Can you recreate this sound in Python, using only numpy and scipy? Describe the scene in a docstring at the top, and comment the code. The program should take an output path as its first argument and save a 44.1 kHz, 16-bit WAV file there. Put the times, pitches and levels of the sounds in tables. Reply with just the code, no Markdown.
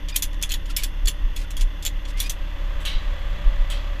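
"""A cargo strap's steel buckle and hooks click, scrape and squeak as gloved hands move it in a truck cab.
Knocks ring the steel's modes; webbing and steel slide; steel on steel sticks and slips.
A six-cylinder diesel idles throughout. The listener backs out of the open door, so cab boom gives way
to engine clatter. Duller clacks ring out, and the body-worn microphone is jostled."""
import sys
import numpy as np
from scipy import signal
from scipy.fft import rfft, irfft
from scipy.io import wavfile

SR = 44100
rng = np.random.default_rng(int(sys.argv[2]) if len(sys.argv) > 2 else 0)


def wav_record(signal):
    """Record a signal, one row per channel, as 16-bit PCM in the file named by sys.argv[1]."""
    frames = np.transpose(np.atleast_2d(signal))
    bounded = np.clip(frames, -1, 1)
    # unit amplitude maps onto the largest positive 16-bit level
    quanta = np.round(bounded * 32767).astype(np.int16)
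    wavfile.write(sys.argv[1], SR, quanta)


N = 176400
T = np.arange(N) / SR

# buckle on hooks: start_s, low_gain_db, mid_gain_db, top_gain_db, tail_gain_db, ping_hz, ping_gain_db
KNOCKS = [(.086, -35.5, -36.5, -50, 1.5, 5760, -15), (0.1601, -24.5, -19, -21.5, 3.5, 3180, -0.5),
          (0.2227, -23, -17.5, -22.5, 0.5, 10400, -16), (0.33, -45, -49, -58, 3, 5330, -9),
          (0.4148, -37, -42, -50, 7, 11800, -12), (0.4254, -30.5, -18.5, -29.5, 0.5, 4900, -20),
          (0.4306, -19.5, -53, -34, -3.5, 3260, -20), (0.4923, -35, -31, -45, -9, 4200, -2),
          (0.5058, -27, -39, -39, 3, 4180, -3), (0.5185, -24.5, -18, -28, -8, 3130, 0.5),
          (0.539, -22, -24, -32.5, -7.5, 4200, -16), (0.6574, -43, -45.5, -55, 2.5, 5000, -9),
          (0.7651, -24, -25.5, -22.5, 4.5, 5330, 1.5), (0.8347, -24.5, -24, -26.5, 0.5, 7200, -13),
          (1.0566, -36, -30.5, -42, -5, 7350, -9), (1.073, -24.5, -24, -31, -6, 4400, 1.5),
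          (1.081, -19.5, -18.5, -26, -5, 7260, -3.5), (1.363, -38, -34.5, -41.5, 4.5, 3410, 2),
          (1.505, -38, -39, -45, 2, 6400, -22), (1.5681, -35, -31, -39, 1, 3280, 4.5),
          (1.610, -28.5, -28, -40, -1.5, 7060, -13), (1.825, -39.5, -35, -44, 6.5, 7360, -15),
          (1.851, -25.5, -24.5, -31, 0, 7170, -6), (1.8639, -21.5, -23, -30, -4, 7240, 2),
          (2.053, -34, -43, -60, -6, 3320, -19), (2.2017, -22.5, -21.5, -20.5, 0.5, 3390, -6),
          (2.2958, -30, -26, -30, 5.5, 6110, 2)]
# steel modes: freq_hz, gain_db, t60_s
STEEL_MODES = [(2430, -15, 0.045), (3350, -19, 0.25), (3430, -2, 0.088), (4385, -5.5, 0.024),
               (4374, -6.5, 0.059), (5520, -23, 0.064), (6880, -4, 0.065), (6840, -23, 0.096),
               (9060, -19, 0.028), (10130, -5, 0.12), (11940, -5, .065), (13440, -8, .06),
               (14250, -3, 0.076)]
# dense upper modes; their dulling by the cab: freq_hz, gain_db
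CRACK_SPECTRUM = [(300, -21.5), (1000, -18), (1700, -8.5), (3200, 2.5), (4800, -4), (7000, 1), (9200, -1),
                  (12000, 4), (14500, -6), (16000, -11)]
TAIL_SPECTRUM = [(1500, 3), (4000, 1), (8000, -4), (15000, -5.5)]
# webbing and steel slides: start_s, length_s, level_db
SCRAPES = [(0.083, 0.04, -41.5), (0.138, 0.037, -37.5), (0.682, 0.053, -43.5), (0.778, 0.07, -36),
           (1.346, 0.11, -42.5), (1.588, 0.055, -40), (2.069, 0.057, -43), (2.167, 0.051, -39.5),
           (2.209, 0.085, -39)]
# sliding friction: freq_hz, gain_db
SCRAPE_SPECTRUM = [(600, -26), (2200, 8.5), (3400, 9.5), (5000, 5.5), (7500, 1), (12000, -4), (15500, -19)]
# steel on steel: start_s, length_s, start_hz, end_hz, level_db, overtone_gain_db
SQUEAKS = [(0.121, 0.017, 2440, 2410, -37.5, -2), (.142, .02, 2550, 2380, -33.5, -17),
           (.695, 0.019, 1400, 1320, -40, -24), (.775, 0.037, 2400, 2150, -35, -22),
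           (1.435, 0.026, 1380, 1470, -46.5, -14), (2.12, 0.113, 2000, 2230, -43, -24),
           (2.24, 0.046, 2380, 2550, -35.5, -5.5)]
# duller impacts: start_s, level_db, echo_level_db
CLACKS = [(2.804, -42.5, -52), (2.852, -27.5, -26.5), (3.701, -29.5, -33.5)]
# clack; its echo: freq_hz, gain_db
CLACK_SPECTRUM = [(500, -29), (1500, 0.5), (2300, -4.5), (3200, 9.5), (5000, -14), (7000, -6.5),
                  (10000, -7.5), (15000, -18)]
ECHO_SPECTRUM = [(500, -25), (1500, 3.5), (3100, 12.5), (4500, 3), (6000, -6.5), (10000, -29), (15000, -36)]
# listener position, 0 in the cab to 1 outside: time_s, outside_share
LISTENER_PATH = [(0, 0.046), (1.9, 0.11), (2.5, 0.37), (3.0, 0.9), (3.35, 1.0), (4, 0.62)]
# firing orders 1 to 3: rms_db
FIRING_ORDERS = [-27.5, -41.5, -52]
# lines from uneven cylinders, in the cab: freq_hz, line_rms_db
CAB_BOOM = [(110, -82), (145, -61.5), (163, -59.5), (185, -60), (198, -64), (212, -71), (260, -73),
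            (291, -54), (305, -78.5), (326, -64), (360, -85.5), (500, -81), (560, -76.5), (620, -96.5)]
# engine clatter in the cab; at the door: freq_hz, gain_db
CAB_SPECTRUM = [(220, -33), (380, -11), (494, -7.5), (567, -4), (725, -19), (795, -6), (872, -12.5),
                (1000, -3.5), (1170, -10.5), (1240, -12.5), (1640, -8.5), (1970, -3.5), (2330, -17),
                (2760, -5), (3220, -9.5), (3480, -3), (3760, -22.5), (5190, -24), (5610, -22), (5960, -24),
                (6440, -25), (7510, -38), (11900, -36), (13100, -34), (15000, -60)]
DOOR_SPECTRUM = [(140, -36), (230, -8), (298, -28), (324, -14.5), (450, -15.5), (572, 1.5), (645, -10.5),
                 (753, -12.5), (1160, -6.5), (1420, -15.5), (1520, -9.5), (1940, -10.5), (2340, -14.5),
                 (2640, -12), (2830, -13.5), (3360, -12.5), (3790, -19.5), (4500, -24), (5350, -30),
                 (7040, -31), (8800, -43), (11200, -40), (12200, -48), (13100, -37), (14000, -62)]
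# exhaust rumble, fully outside: freq_hz, density_db
EXHAUST_SPECTRUM = [(30, -74), (50, -48), (85, -57.5), (115, -69.5), (200, -75), (800, -150)]
# engine accessories, fully outside: freq_hz, width_hz, rms_db
ACCESSORY_HUMS = [(163, 7, -51.5), (574, 8, -58.5), (1170, 12, -58), (1972, 23, -52.5), (3400, 47, -54.5)]
# microphone jostles: centre_s, length_s, level_db
JOLTS = [(1.054, 0.062, -11), (1.25, 0.077, -10), (1.631, 0.15, -12), (2.773, 0.088, -17.5),
         (2.967, 0.072, -10), (3.067, 0.085, -18.5), (3.313, 0.05, -12), (3.476, 0.074, -8),
         (3.608, 0.1, -7.5)]
# microphone rumble: freq_hz, gain_db
RUMBLE_SPECTRUM = [(6, -43), (11, -40.5), (22, -38.5), (32, -36), (45, -52.5), (60, -54), (90, -61),
                   (130, -74), (220, -79.5), (330, -71), (500, -100), (1500, -150)]
# microphone self-noise: freq_hz, density_db
HISS_SPECTRUM = [(4000, -125), (9000, -113), (15000, -115)]
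# electrical whine: freq_hz, rms_db
WHINE_TONES = [(6309, -72.5), (12618, -69)]


def buckle():
    """Each knock: a snap, a tail of cab reflections, the steel's modes and one ping of its own."""
    out, t = np.zeros(N), T[:SR // 4]
    snap_s, tail_rise_s, tail_hold_s = 0.0042, 0.0066, 0.0051
    mode_hz, mode_db, mode_t60_s = np.transpose(STEEL_MODES)[:, :, None]
    snap_env = np.exp(-t / snap_s)
    tail_env = (1 - np.exp(-t / tail_rise_s)) * decay(t - tail_hold_s, t60_s=0.084)
    for start_s, low_db, mid_db, top_db, tail_db, ping_hz, ping_db in KNOCKS:
        tone = [(3300, low_db), (7000, mid_db), (11500, top_db)]
        ticks = rng.standard_normal(len(t)) * np.exp(rng.standard_normal(len(t)))
        ticks = colour(ripple(ticks, spread_db=3.2), CRACK_SPECTRUM)
        ticks = colour(rms_one(ticks), tone)
        tail = from_db(tail_db) * colour(ticks, TAIL_SPECTRUM) * tail_env
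        scatter_db = 2.55 * rng.standard_normal(mode_hz.shape)
        mode_gain = from_db(mode_db - 6 + np.interp(mode_hz, *np.transpose(tone)) + scatter_db)
        modes = np.sin(2 * np.pi * (mode_hz * t + rng.random(mode_hz.shape)))
        ring = np.sum(mode_gain * decay(t, mode_t60_s) * modes, axis=0)
        ping_gain = from_db(ping_db + np.interp(ping_hz, *np.transpose(tone)))
        ping = ping_gain * decay(t, t60_s=0.057) * np.sin(2 * np.pi * ping_hz * t)
        add(out, start_s, from_db(2) * (ticks * snap_env + tail + ring + ping))
    return out


def frame_thud(start_s=1.078, pitch_hz=424, level_db=-40):
    """One faint, hollow thud: a damped low mode of the buckle's frame."""
    out, t = np.zeros(N), T[:SR // 4]
    add(out, start_s, from_db(level_db) * decay(t, t60_s=0.1) * np.sin(2 * np.pi * pitch_hz * t))
    return out


def scrapes(catches_per_s=400, spread_db=2, hiss_gain_db=-6):
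    """Sliding webbing and steel: runs of tiny catches over a hiss."""
    catches = (rng.random(N) < catches_per_s / SR) * from_db(spread_db * rng.standard_normal(N))
    ticking = rms_one(signal.fftconvolve(catches, decay(T[:SR // 20], t60_s=0.041))[:N])
    friction = rms_one(noise(SCRAPE_SPECTRUM) * (ticking + from_db(hiss_gain_db)))
    strokes = np.zeros(N)
    for start_s, length_s, level_db in SCRAPES:
        _, env = swell(length_s)
        add(strokes, start_s, from_db(level_db) * env)
    return strokes * friction


def squeaks():
    """Steel stick-slip: wavering glides with an octave and a fifth."""
    out, jitter = np.zeros(N), 1 + 0.009 * drift(rate_hz=360)
    for start_s, length_s, start_hz, end_hz, level_db, overtone_db in SQUEAKS:
        t, env = swell(length_s)
        glide_hz = start_hz + (end_hz - start_hz) * t / length_s
        phase = 2 * np.pi * np.cumsum(glide_hz * jitter[int(start_s * SR):][:len(t)]) / SR
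        overtones = np.sin(2 * phase) + from_db(-3) * np.sin(1.5 * phase)
        add(out, start_s, from_db(level_db) * env * (np.sin(phase) + from_db(overtone_db) * overtones))
    return out


def clacks(echo_rise_s=0.01):
    """A short crack, then a duller, slower echo."""
    out, t = np.zeros(N), T[:SR // 2]
    crack_env = decay(t, t60_s=0.2)
    echo_env = decay(t, t60_s=0.49) * (1 - np.exp(-t / echo_rise_s))
    for start_s, level_db, echo_db in CLACKS:
        crack = rms_one(ripple(noise(CLACK_SPECTRUM, len(t)), spread_db=4))
        echo = rms_one(ripple(noise(ECHO_SPECTRUM, len(t)), spread_db=4))
        add(out, start_s, from_db(level_db) * crack * crack_env + from_db(echo_db) * echo * echo_env)
    return out


def diesel(outside, firing_hz=35.08, boom_outside_db=-4.5, pulse_depth=0.12):
    """Firing orders, boom lines at sixths of the firing rate, and noise pulsing with each firing."""
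    phase = 2 * np.pi * np.cumsum(firing_hz * (1 + 0.002 * drift(rate_hz=1.6))) / SR

    def line(order, rms_db):
        return np.sqrt(2) * from_db(rms_db) * np.sin(order * phase + 2 * np.pi * rng.random())

    throb = sum(line(order, rms_db) for order, rms_db in enumerate(FIRING_ORDERS, 1))
    boom_orders = np.arange(19, 106) / 6
    boom = sum(line(order, np.interp(order * firing_hz, *np.transpose(CAB_BOOM))) for order in boom_orders)
    cab_clatter = from_db(-46.5) * np.sqrt(1 - outside) * rms_one(noise(CAB_SPECTRUM))
    door_clatter = from_db(-40.5) * np.sqrt(outside) * rms_one(noise(DOOR_SPECTRUM))
    exhaust = outside ** 2 * noise(EXHAUST_SPECTRUM)
    pulsing = (cab_clatter + door_clatter + exhaust) * (1 + pulse_depth * np.cos(phase))
    return throb + boom * from_db(boom_outside_db * outside) + pulsing


def accessories(outside):
    """Narrow, unsteady hums, growing toward the door."""
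    out = np.zeros(N)
    for freq_hz, width_hz, rms_db in ACCESSORY_HUMS:
        phase = 2 * np.pi * freq_hz * T
        out += from_db(rms_db) * (drift(width_hz) * np.sin(phase) + drift(width_hz) * np.cos(phase))
    return outside * out


def microphone(outside, jolt_hz=29.3):
    """Low rumble, faint hiss, soft jolts and a thin electrical whine."""
    rumble_gain_db = -6 + outside
    out = noise(RUMBLE_SPECTRUM) * from_db(rumble_gain_db) + noise(HISS_SPECTRUM)
    for centre_s, length_s, level_db in JOLTS:
        t, env = swell(length_s)
        wobble = np.sin(2 * np.pi * (jolt_hz * t + rng.random()))
        add(out, centre_s - length_s / 2, from_db(level_db) * env ** 2 * wobble)
    whine = sum(np.sqrt(2) * from_db(db) * np.sin(2 * np.pi * hz * T) for hz, db in WHINE_TONES)
    return out + whine


def from_db(db):
    """Decibels to gain."""
    return 10 ** (np.asarray(db) / 20)


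def rms_one(x):
    """Scale to unit rms."""
    return x / np.sqrt(np.mean(x ** 2) + 1e-20)


def colour(x, spectrum):
    """Filter by (freq_hz, gain_db) points."""
    freq_hz, gain_db = np.transpose(spectrum)
    bins_hz = np.maximum(np.fft.rfftfreq(len(x), 1 / SR), 1)
    return irfft(rfft(x) * from_db(np.interp(np.log(bins_hz), np.log(freq_hz), gain_db)), len(x))


def ripple(x, spread_db, step_hz=170.5):
    """Random peaks and dips, as from many close resonances."""
    grid_hz = step_hz * np.arange(1, 121)
    return colour(x, np.column_stack([grid_hz, spread_db * rng.standard_normal(len(grid_hz))]))


def noise(spectrum, size=N):
    """Noise from (freq_hz, density_db) points; density per hertz."""
    return colour(rng.standard_normal(size), spectrum) * np.sqrt(SR / 2)


def drift(rate_hz):
    """Smooth random wander, unit rms."""
    bins_hz = np.fft.rfftfreq(N, 1 / SR)
    return rms_one(irfft(rfft(rng.standard_normal(N)) / (1 + (bins_hz / rate_hz) ** 2), N))


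def decay(t, t60_s):
    """Exponential decay; 1 before t = 0."""
    return np.exp(-np.log(1000) * np.maximum(t, 0) / t60_s)


def swell(length_s):
    """Time axis and half-sine envelope."""
    t = T[:int(length_s * SR)]
    return t, np.sin(np.pi * t / length_s)


def add(out, start_s, x):
    """Mix x into out at start_s."""
    i = max(int(start_s * SR), 0)
    out[i:i + len(x)] += x[:N - i]


def scene():
    """Strap hardware over the idling truck, mono."""
    outside = np.clip(np.interp(T, *np.transpose(LISTENER_PATH)), 0, 1)
    foreground = buckle() + frame_thud() + clacks() + scrapes() + squeaks()
    return (foreground + diesel(outside) + accessories(outside) + microphone(outside))[None]


def record(dry):
    """Steep low-pass."""
    cutoff_hz = 15400
    return signal.sosfilt(signal.ellip(10, .2, 90, cutoff_hz, fs=SR, output="sos"), dry)


dry = scene()
out = record(dry)
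wav_record(out)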